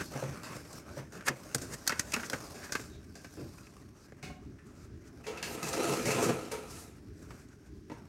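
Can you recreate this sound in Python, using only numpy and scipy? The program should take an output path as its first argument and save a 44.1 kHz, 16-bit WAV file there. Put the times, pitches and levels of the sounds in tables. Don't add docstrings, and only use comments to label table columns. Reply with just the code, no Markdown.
import sys
import numpy as np
from scipy import signal
from scipy.io import wavfile
from scipy.ndimage import uniform_filter1d

SR = 44100
rng = np.random.default_rng(int(sys.argv[2]) if len(sys.argv) > 2 else 0)


def generate_wav(sig):
    pcm = np.round(np.clip(np.atleast_2d(sig).T, -1, 1) * 32767).astype(np.int16)
    wavfile.write(sys.argv[1], SR, pcm)


N = 356328

# frequency in Hz, level in dB.
DESK_TONE = [(47, -28.5), (80, -15.5), (135, 5), (173, -0.5), (349, -2), (480, -3), (549, -3.5), (800, -13),
             (1040, -53), (1760, -120)]


def gain_of(db):
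    return 10 ** (np.asarray(db) / 20)


def unit_rms(x):
    return x / np.sqrt(np.mean(x ** 2) + 1e-20)


def curve_at(points, hz):
    freqs, values = np.transpose(points)
    return np.interp(np.log(hz + 1), np.log(freqs + 1), values)


def colour(x, tone):
    hz = abs(np.fft.fftfreq(4096, 1 / SR))
    log_gain = np.log(gain_of(np.maximum(curve_at(tone, hz), -100)))
    taps = np.fft.ifft(np.exp(np.conj(signal.hilbert(log_gain)))).real[:2048]
    return signal.oaconvolve(x, taps / np.linalg.norm(taps))[:len(x)]


def ring(x, modes):
    t = np.arange(12000) / SR
    taps = sum(gain_of(db) * np.sqrt(width) * np.exp(-np.pi * width * t) * np.sin(2 * np.pi * hz * t)
               for hz, width, db in modes)
    return signal.oaconvolve(x, taps / np.linalg.norm(taps))[:len(x)]


def resonate(x, hz, width_hz, share):
    carrier = np.exp(2j * np.pi * np.cumsum(hz * np.ones(len(x))) / SR)
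    pole = np.exp(-np.pi * width_hz / SR)
    peak = (carrier * signal.lfilter([1 - pole], [1, -pole], x / carrier)).real
    return np.sqrt(1 - share) * x + np.sqrt(share) * unit_rms(peak) * np.std(x)


def drift():
    return unit_rms(uniform_filter1d(uniform_filter1d(rng.standard_normal(N), size=3000), size=3000))


def ventilation(level_db=-52.5, waver_db=2.5):
    # frequency in Hz, level in dB.
    air_tone = [(18, -38), (30, 0), (77, 3.5), (179, -4), (280, -2.5), (426, -8.5), (499, -43), (554, -48),
                (822, -45), (1590, -31), (2980, -40.5), (5740, -38), (7870, -58), (14400, -79),
                (16000, -44)]
    return gain_of(level_db + waver_db * drift()) * colour(rng.standard_normal(N), air_tone)


def friction(slips_per_s, spread_db, slip_s, smooth):
    sizes = gain_of(spread_db * np.minimum(rng.exponential(1, N), 4))
    onsets = rng.random(N) < slips_per_s / SR
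    slips = signal.lfilter([1], [1, -np.exp(-1 / (slip_s * SR))], sizes * onsets)
    rounded = uniform_filter1d(slips, size=1 + round(slip_s * SR / 2))
    return unit_rms(smooth + unit_rms(rounded))


def shifting_contact(x, depth_db=1.6):
    spectrum = signal.stft(x, nperseg=512, noverlap=384)[2]
    patches = uniform_filter1d(rng.standard_normal(spectrum.shape), size=6, axis=0)
    patches = uniform_filter1d(patches, size=24, axis=1)
    gains = unit_rms(gain_of(depth_db * unit_rms(patches)))
    return signal.istft(spectrum * gains, nperseg=512, noverlap=384)[1][:N]


def rub(moves, grip, hiss_tone, sheet_tone, desk_filter, hiss_hz=5980, sheet_hz=1430, wander=0.2):
    t = np.arange(N) / SR
    rows = np.vstack(moves)
    moving = sum((t >= move[0][0]) & (t <= move[-1][0]) for move in moves)
    hiss_gain, sheet_gain, desk_gain = (gain_of(np.interp(t, rows[:, 0], db)) for db in rows[:, 1:].T)
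    hiss, sheet, desk = rng.standard_normal((3, N))
    hiss = resonate(colour(hiss, hiss_tone), hiss_hz * np.exp(wander * drift()), 480, share=0.032)
    sheet = resonate(colour(sheet, sheet_tone), sheet_hz * np.exp(wander * drift()), 220, share=0.12)
    layers = hiss_gain * hiss + sheet_gain * sheet + desk_gain * desk_filter(desk)
    return shifting_contact(moving * grip * layers)


def paper_rustle(desk_over_flex_db=1.5):
    # time in seconds, hiss in dB, flex in dB.
    finger_moves = [
        [(0, -48.5, -56), (.09, -57.5, -62), (.14, -53, -48), (.3, -57.5, -53), (.41, -60, -55),
         (.54, -55, -51.5), (.7, -63, -63.5), (.78, -53.5, -57), (.84, -71, -63), (.9, -60, -55),
         (1, -56.5, -58.5), (1.05, -73, -67), (1.11, -70, -66.5), (1.16, -62, -55), (1.24, -73, -62),
         (1.37, -60, -58.5), (1.61, -54, -56.5), (1.8, -58.5, -59), (1.96, -58, -58), (2.15, -53, -56),
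         (2.36, -54.5, -52), (2.69, -58, -61), (2.81, -55, -61.5), (2.97, -69.5, -66.5), (3.12, -69, -70),
         (3.33, -61, -65.5), (3.61, -64, -65.5), (3.9, -73, -70), (4.1, -74, -67.5), (4.5, -76, -70),
         (5.12, -76, -70), (5.22, -65, -62.5)],
        [(6.95, -73, -69), (7.12, -74, -70.5), (7.19, -66, -64), (7.42, -66.5, -65.5), (7.47, -75.5, -74),
         (7.85, -75.5, -77), (7.95, -71, -61), (8.08, -73, -70)],
    ]
    # frequency in Hz, level in dB.
    hiss_tone = [(1760, -21), (3000, -12), (3310, -13), (5710, -3.5), (7720, -8), (9270, -9), (10100, -14),
                 (12900, -13), (15100, -23), (16000, -19)]
    flex_tone = [(350, -25.5), (600, 5.5), (713, -3.5), (828, -1), (913, -5), (1040, -2.5), (1580, -4),
                 (1960, -8.5), (2550, -8.5), (3600, -24), (4680, -52), (7920, -120)]
    grip = friction(slips_per_s=70, spread_db=2.8, slip_s=0.012, smooth=2.2)
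    crackle = friction(slips_per_s=200, spread_db=3.0, slip_s=0.0015, smooth=3.5)
    moves = [[(s, hiss, flex, flex + desk_over_flex_db) for s, hiss, flex in move]
             for move in finger_moves]
    return rub(moves, unit_rms(grip * crackle), hiss_tone, flex_tone, lambda x: colour(x, DESK_TONE))


def snaps_and_strokes(snap_rise_s=0.00096, snap_focus=0.78, stroke_focus=0.64, stroke_room_db=-24.5):
    # time in seconds, crack peak, thud and pop in dB,
    # crack and pop pitch in Hz, seconds to fall 60 dB, room send in dB.
    snaps = [(0.4338, -38.5, -70, -44.5, 5500, 1050, 0.029, 5.5),
             (0.7298, -39, -46, -54, 7820, 789, 0.072, -17), (1.123, -43, -49, -51.5, 6170, 1550, 0.058, 5),
             (1.209, -48, -55, -44, 5730, 1580, 0.049, -23),
             (1.5477, -14, -29.5, -30, 7900, 1570, 0.043, -24),
             (1.5545, -33, -31.5, -44, 5740, 1440, 0.047, -11),
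             (1.5825, -34, -54, -44, 5960, 1460, .04, -13), (1.868, -31, -53, -41, 4860, 1920, 0.04, -17),
             (1.8768, -12, -52, -28, 5260, 1420, 0.034, -24),
             (1.895, -21, -55, -27.5, 4900, 1390, .048, -11),
             (1.9038, -34, -45, -30, 5450, 1440, 0.046, -4),
             (1.922, -35, -34.5, -28.5, 3880, 1950, 0.046, -26),
             (1.9958, -14, -32, -26.5, 6600, 1930, 0.026, -26),
             (2.122, -26.5, -56, -38.5, 6900, 2550, .022, -22),
             (2.1639, -33, -31, -32, 5670, 1490, 0.054, -5),
             (2.1974, -44, -58, -36, 5290, 1620, 0.032, -23), (2.232, -47, -52, -36, 5970, 1450, .087, -17),
             (2.2996, -26.5, -44, -36, 4600, 1980, 0.021, -9),
             (2.3326, -27, -33.5, -28.5, 5990, 1470, .069, -19),
             (2.545, -45, -47, -52.5, 6170, 1650, .032, 9.5),
             (2.6944, -57, -56, -45, 3610, 1570, 0.059, -14),
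             (2.7223, -24, -41.5, -34.5, 5670, 1540, 0.085, -11),
             (2.753, -30, -34.5, -27, 5160, 1540, 0.06, -16.5),
             (2.796, -46, -40.5, -44, 5620, 1530, 0.063, -19),
             (2.839, -46, -54, -51, 6360, 1380, .036, -15), (3.1547, -41, -48, -51.5, 5430, 1600, 0.1, -1),
             (3.2457, -45, -45.5, -45, 5250, 1540, 0.066, -8),
             (3.3712, -66, -42, -56.5, 6120, 1390, 0.04, 8.5),
             (3.585, -58, -64, -54.5, 5800, 2510, 0.057, -8),
             (3.669, -50, -60, -53, 5800, 2660, 0.053, -17), (3.633, -51, -74, -60.5, 4520, 1330, 0.047, 5),
             (3.7673, -49, -49, -51, 6040, 1120, 0.025, -3),
             (4.122, -54, -42.5, -51, 5700, 1630, 0.029, -24),
             (4.586, -66, -75, -57.5, 5800, 1830, 0.1, -3), (5.241, -52, -58, -49.5, 5700, 2620, 0.091, -3),
             (5.374, -41, -59, -42.5, 4230, 2640, 0.21, -15), (5.4276, -28, -54, -35, 4130, 2780, 0.077, 1),
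             (5.6299, -29.5, -36, -37, 6270, 2650, 0.043, 1),
             (5.7311, -26.5, -51, -38.5, 5020, 1270, 0.24, -22.5),
             (6.0562, -26.5, -31, -38, 7140, 2200, 0.078, 3.5),
             (6.2934, -42, -31.5, -30.5, 5960, 680, 0.052, -2.5),
             (7.3069, -48, -44, -46, 4510, 1240, 0.067, -15), (7.345, -59, -48, -58, 5610, 1340, .039, -10),
             (7.4866, -54.5, -61, -70, 5930, 1560, 0.05, -12),
             (7.8986, -53, -42, -48.5, 3780, 915, 0.098, -1)]
    # time in seconds, hiss peak, thud and pop in dB,
    # hiss and pop pitch in Hz, seconds to fall 60 dB, rise time in seconds.
    strokes = [(0.013, -38.5, -37, -36.5, 5000, 1530, 0.082, 0.023),
               (0.163, -51, -40, -47, 6000, 790, 0.19, .02), (.26, -52, -48, -54, 6000, 900, 0.17, 0.018),
               (.47, -55, -55, -49, 6100, 895, 0.18, .02),
               (0.529, -46.5, -46.5, -48, 6100, 1050, .2, 0.048),
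               (0.761, -53, -65, -57, 6400, 1600, 0.1, 0.027),
               (0.989, -58, -42.5, -47.5, 6500, 930, 0.21, 0.014),
               (1.17, -52, -48, -56, 6560, 1490, .2, 0.028),
               (1.27, -29, -53, -43, 9000, 1790, 0.043, 0.0082),
               (1.305, -51, -35, -42, 6000, 910, 0.15, 0.014),
               (1.285, -19.5, -40, -22.5, 5560, 1790, 0.047, 0.0074),
               (1.62, -34.5, -42, -49, 7000, 1500, 0.23, .006),
               (1.742, -32, -42.5, -44.5, 8300, 1850, 0.066, 0.023),
               (2.009, -36, -55, -46, 6300, 1900, 0.082, 0.025),
               (2.14, -20.5, -38, -26.5, 6050, 2690, 0.07, 0.0043),
               (2.261, -36, -66, -62, 6400, 1480, 0.1, 0.026),
               (2.644, -38, -56, -46, 4660, 1610, 0.21, 0.028),
               (3.42, -70, -46, -63, 6000, 1000, 0.28, .03), (4.06, -55, -65, -75, 5200, 1400, 0.051, 0.16),
               (4.669, -54.5, -75, -66, 7460, 1280, 0.8, 0.012),
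               (4.851, -54, -67.5, -65, 5600, 1280, 0.13, 0.21),
               (5.08, -51.5, -64, -62, 5950, 1490, .12, 0.032),
               (5.549, -39.5, -51, -61, 13100, 2000, 0.083, 0.19),
               (5.69, -29.5, -50, -48, 7000, 1300, 0.11, 0.025),
               (5.9, -38, -52, -50, 11000, 1300, 0.3, 0.033),
               (6.117, -27, -41, -39, 7000, 2720, 0.32, 0.018),
               (6.24, -27, -36, -38, 7550, 1320, 0.41, 0.05),
               (6.52, -31, -57, -45, 9700, 1300, 0.36, 0.0048),
               (6.71, -41.5, -55, -62, 6200, 1300, 0.3, 0.027),
               (6.8, -40.5, -62.5, -59, 10100, 1290, 0.47, 0.17), (7.4, -57, -70, -65, 6000, 1530, .2, .03),
               (7.53, -61, -70, -63.5, 6000, 1490, 0.17, 0.061),
               (7.67, -60.5, -61, -64.5, 6000, 1510, .15, 0.043)]
    # frequency in Hz, level in dB.
    crack_tone = [(1760, -50), (3000, -6), (3740, 0), (4740, 4), (6670, 4), (9000, 1), (10200, -3),
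                  (13100, -3.5), (15700, -13), (16500, -50)]
    # frequency in Hz, width in Hz, level in dB.
    sheet_modes = [(895, 300, -31), (1264, 160, 0), (1710, 950, 23.5), (2180, 390, 10), (2520, 79, 7.5),
                   (2830, 410, -30)]
    out, lead = np.zeros((2, N + SR)), round(0.1 * SR)
    t = np.arange(-lead, round(0.3 * SR)) / SR
    events = [(*row, snap_rise_s, snap_focus) for row in snaps]
    events += [(*row[:-1], stroke_room_db, row[-1], stroke_focus) for row in strokes]
    for s, crack_db, thud_db, pop_db, crack_hz, pop_hz, t60, room_db, rise, focus in events:
        envelope = np.where(t < 0, np.exp(np.minimum(t, 0) / rise), gain_of(-60 * t / t60))
        crack, thud, pop = envelope * rng.standard_normal((3, len(t)))
        accent = 1 + 0.86 * np.exp(-abs(t) / (0.66 * rise))
        crack = resonate(colour(accent * crack, crack_tone), crack_hz, width_hz=3400, share=focus)
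        thud = resonate(colour(thud, DESK_TONE), hz=245, width_hz=320, share=0.35)
        pop = resonate(ring(pop, sheet_modes), pop_hz, width_hz=154, share=0.31)
        body = gain_of(thud_db) * unit_rms(thud) + gain_of(pop_db) * unit_rms(pop)
        envelope_rms = np.sqrt(np.mean(envelope ** 2))
        sound = gain_of(crack_db) * crack / abs(crack).max() + envelope_rms * body
        at = round(s * SR)
        out[:, at:at + len(t)] += [sound, gain_of(room_db) * sound]
    return out[:, lead:lead + N]


def finger_squeaks(width_hz=150):
    # start in seconds, length in seconds, pitch in Hz, level in dB.
    squeaks = [(0.025, 0.095, 4350, -59), (2.86, .17, 3800, -65.5)]
    out = np.zeros(N)
    for s, length, hz, db in squeaks:
        size, at = round(length * SR), round(s * SR)
        whistle = ring(rng.standard_normal(size), [(hz, width_hz, 0)])
        out[at:at + size] += gain_of(db) * np.hanning(size) * whistle
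    return out


def knocks():
    # body struck, start in seconds, ring peak, tick peak and room send in dB.
    hits = [("desk top", 0.15, -37, -55, -8), ("desk top", 0.225, -26.5, -40, -6),
            ("desk top", 0.97, -35, -64, -8), ("desk top", 2.7, -50, -58, -3),
            ("far furniture", 4.2275, -35, -37.5, 3.7), ("far furniture", 4.298, -35.5, -54, 0),
            ("dragged thing", 5.2665, -32, -32, 2), ("dragged thing", 6.515, -30, -36, 2),
            ("loose thing", 7.916, -34, -47, -4)]
    body_modes = {"desk top": [(138.4, 9.4, -7.5), (557, 82, 1), (840, 110, -8), (1300, 74, -20)],
                  "far furniture": [(151.4, 13, 2.5), (214, 10, -0.5), (270, 15, -6), (401, 21, -5),
                  (590, 39, -7), (740, 22, -2), (1080, 27, -7.5), (1520, 30, -15), (2205, 31, -5),
                  (2870, 54, -6)], "dragged thing": [(436, 9, 0), (490, 12, -2), (535, 14, -6),
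                  (813, 12, -13), (930, 14, -9), (1280, 25, -12), (2299, 20, -17)],
                  "loose thing": [(158, 16, -6), (277, 56, 6), (555, 140, 0.5), (910, 60, 1),
                  (1313, 68, -5.5), (1990, 40, -11)]}
    # frequency in Hz, level in dB.
    tick_tone = [(470, -55), (800, -10.5), (1950, -5.5), (2180, -5), (3420, -10), (6170, -10.5),
                 (13400, -29), (16000, -29)]
    out = np.zeros((2, N + SR))
    t = np.arange(round(0.3 * SR)) / SR
    for body, s, ring_db, tick_db, room_db in hits:
        noise = rng.standard_normal(len(t))
        impact = np.exp(-t / 0.0001)
        rattle = 0.035 * np.exp(-t / 0.03) * noise
        hollow = ring(impact + rattle, body_modes[body])
        hollow *= 1 - np.exp(-t / 0.0082)
        hollow *= gain_of(ring_db) / abs(hollow).max()
        tick = colour(np.exp(-t / 0.015) * noise, tick_tone)
        tick *= gain_of(tick_db) / abs(tick).max()
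        at = round(s * SR)
        out[:, at:at + len(t)] += [hollow + tick, gain_of(room_db) * (tick + gain_of(-4) * hollow)]
    return out[:, :N]


def desk_drag():
    # time in seconds, then hiss, scrape and drone in dB.
    slide = [(5.2, -80, -73, -61), (5.23, -73, -66, -59), (5.244, -65, -69, -75), (5.264, -61, -58, -52),
             (5.3, -65, -52, -41.5), (5.434, -61.5, -55, -48), (5.73, -46, -45, -39),
             (5.806, -46, -39.5, -31), (5.83, -43.5, -41.5, -37), (5.936, -41, -38.5, -33),
             (6.046, -47, -45.5, -40), (6.092, -43.5, -38.5, -30.5), (6.186, -44.5, -38.5, -34),
             (6.302, -45, -45, -27.5), (6.312, -50, -47, -32.5), (6.512, -60, -56, -49),
             (6.538, -67, -53, -41), (6.694, -57, -56, -52.5), (6.904, -69, -65.5, -62.5),
             (7.0, -79, -73, -70)]
    # frequency in Hz, level in dB.
    hiss_tone = [(1760, -22), (3000, -3.5), (3600, -15), (3910, 0), (4660, -3), (6090, 0), (9140, -4.5),
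                 (13100, -10.5), (15100, -24), (16000, -16)]
    scrape_tone = [(350, -19), (600, -13), (656, 3), (1040, -2), (1110, -11), (1280, 3.5), (1450, -8),
                   (1990, -6), (2670, -2.5), (3050, -11.5), (3600, -12.5), (4680, -22), (7920, -120)]
    # frequency in Hz, width in Hz, level in dB.
    desk_modes = [(144.3, 6.3, -5.5), (226, 40, -25), (268, 44, 3), (345, 15, 6), (431, 74, 10.5),
                  (500, 14, 1), (540, 43, -23), (652, 35, -7.5)]
    grip = friction(slips_per_s=84, spread_db=1.5, slip_s=0.004, smooth=4.2)
    grit = friction(slips_per_s=500, spread_db=3.0, slip_s=0.0014, smooth=4)
    sound = rub([slide], unit_rms(grip * grit), hiss_tone, scrape_tone, lambda x: ring(x, desk_modes))
    low_cut = signal.butter(2, 120, "high", fs=SR, output="sos")
    return signal.sosfilt(low_cut, sound)


def room(x):
    # frequency in Hz, seconds to fall 60 dB.
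    decay_times = [(150, 0.37), (600, 0.33), (2000, 0.4), (6000, 0.33), (14000, 0.34)]
    taps = np.zeros(SR)
    at = np.arange(300, SR - 20, 20) + rng.integers(0, 20, (SR - 301) // 20)
    taps[at] = rng.choice([-1., 1.], len(at))
    hz, t, spectrum = signal.stft(taps, SR, nperseg=256)
    fade = gain_of(-60 * t / curve_at(decay_times, hz)[:, None])
    tail = signal.istft(spectrum * fade, SR, nperseg=256)[1]
    return signal.fftconvolve(x, tail / np.linalg.norm(tail))[:N]


def scene():
    direct, send = snaps_and_strokes() + knocks()
    rubbing = paper_rustle() + desk_drag() + finger_squeaks()
    reverb = room(send + gain_of(-10) * rubbing)
    return (direct + rubbing + reverb + ventilation())[None]


def record(dry, low_hz=55, high_hz=15900):
    thin = signal.sosfilt(signal.butter(3, low_hz, "high", fs=SR, output="sos"), dry)
    high_cut = signal.firwin(511, high_hz, window=("kaiser", 9), fs=SR)
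    return signal.oaconvolve(thin, high_cut[None], "same")


dry = scene()
out = record(dry)
generate_wav(out)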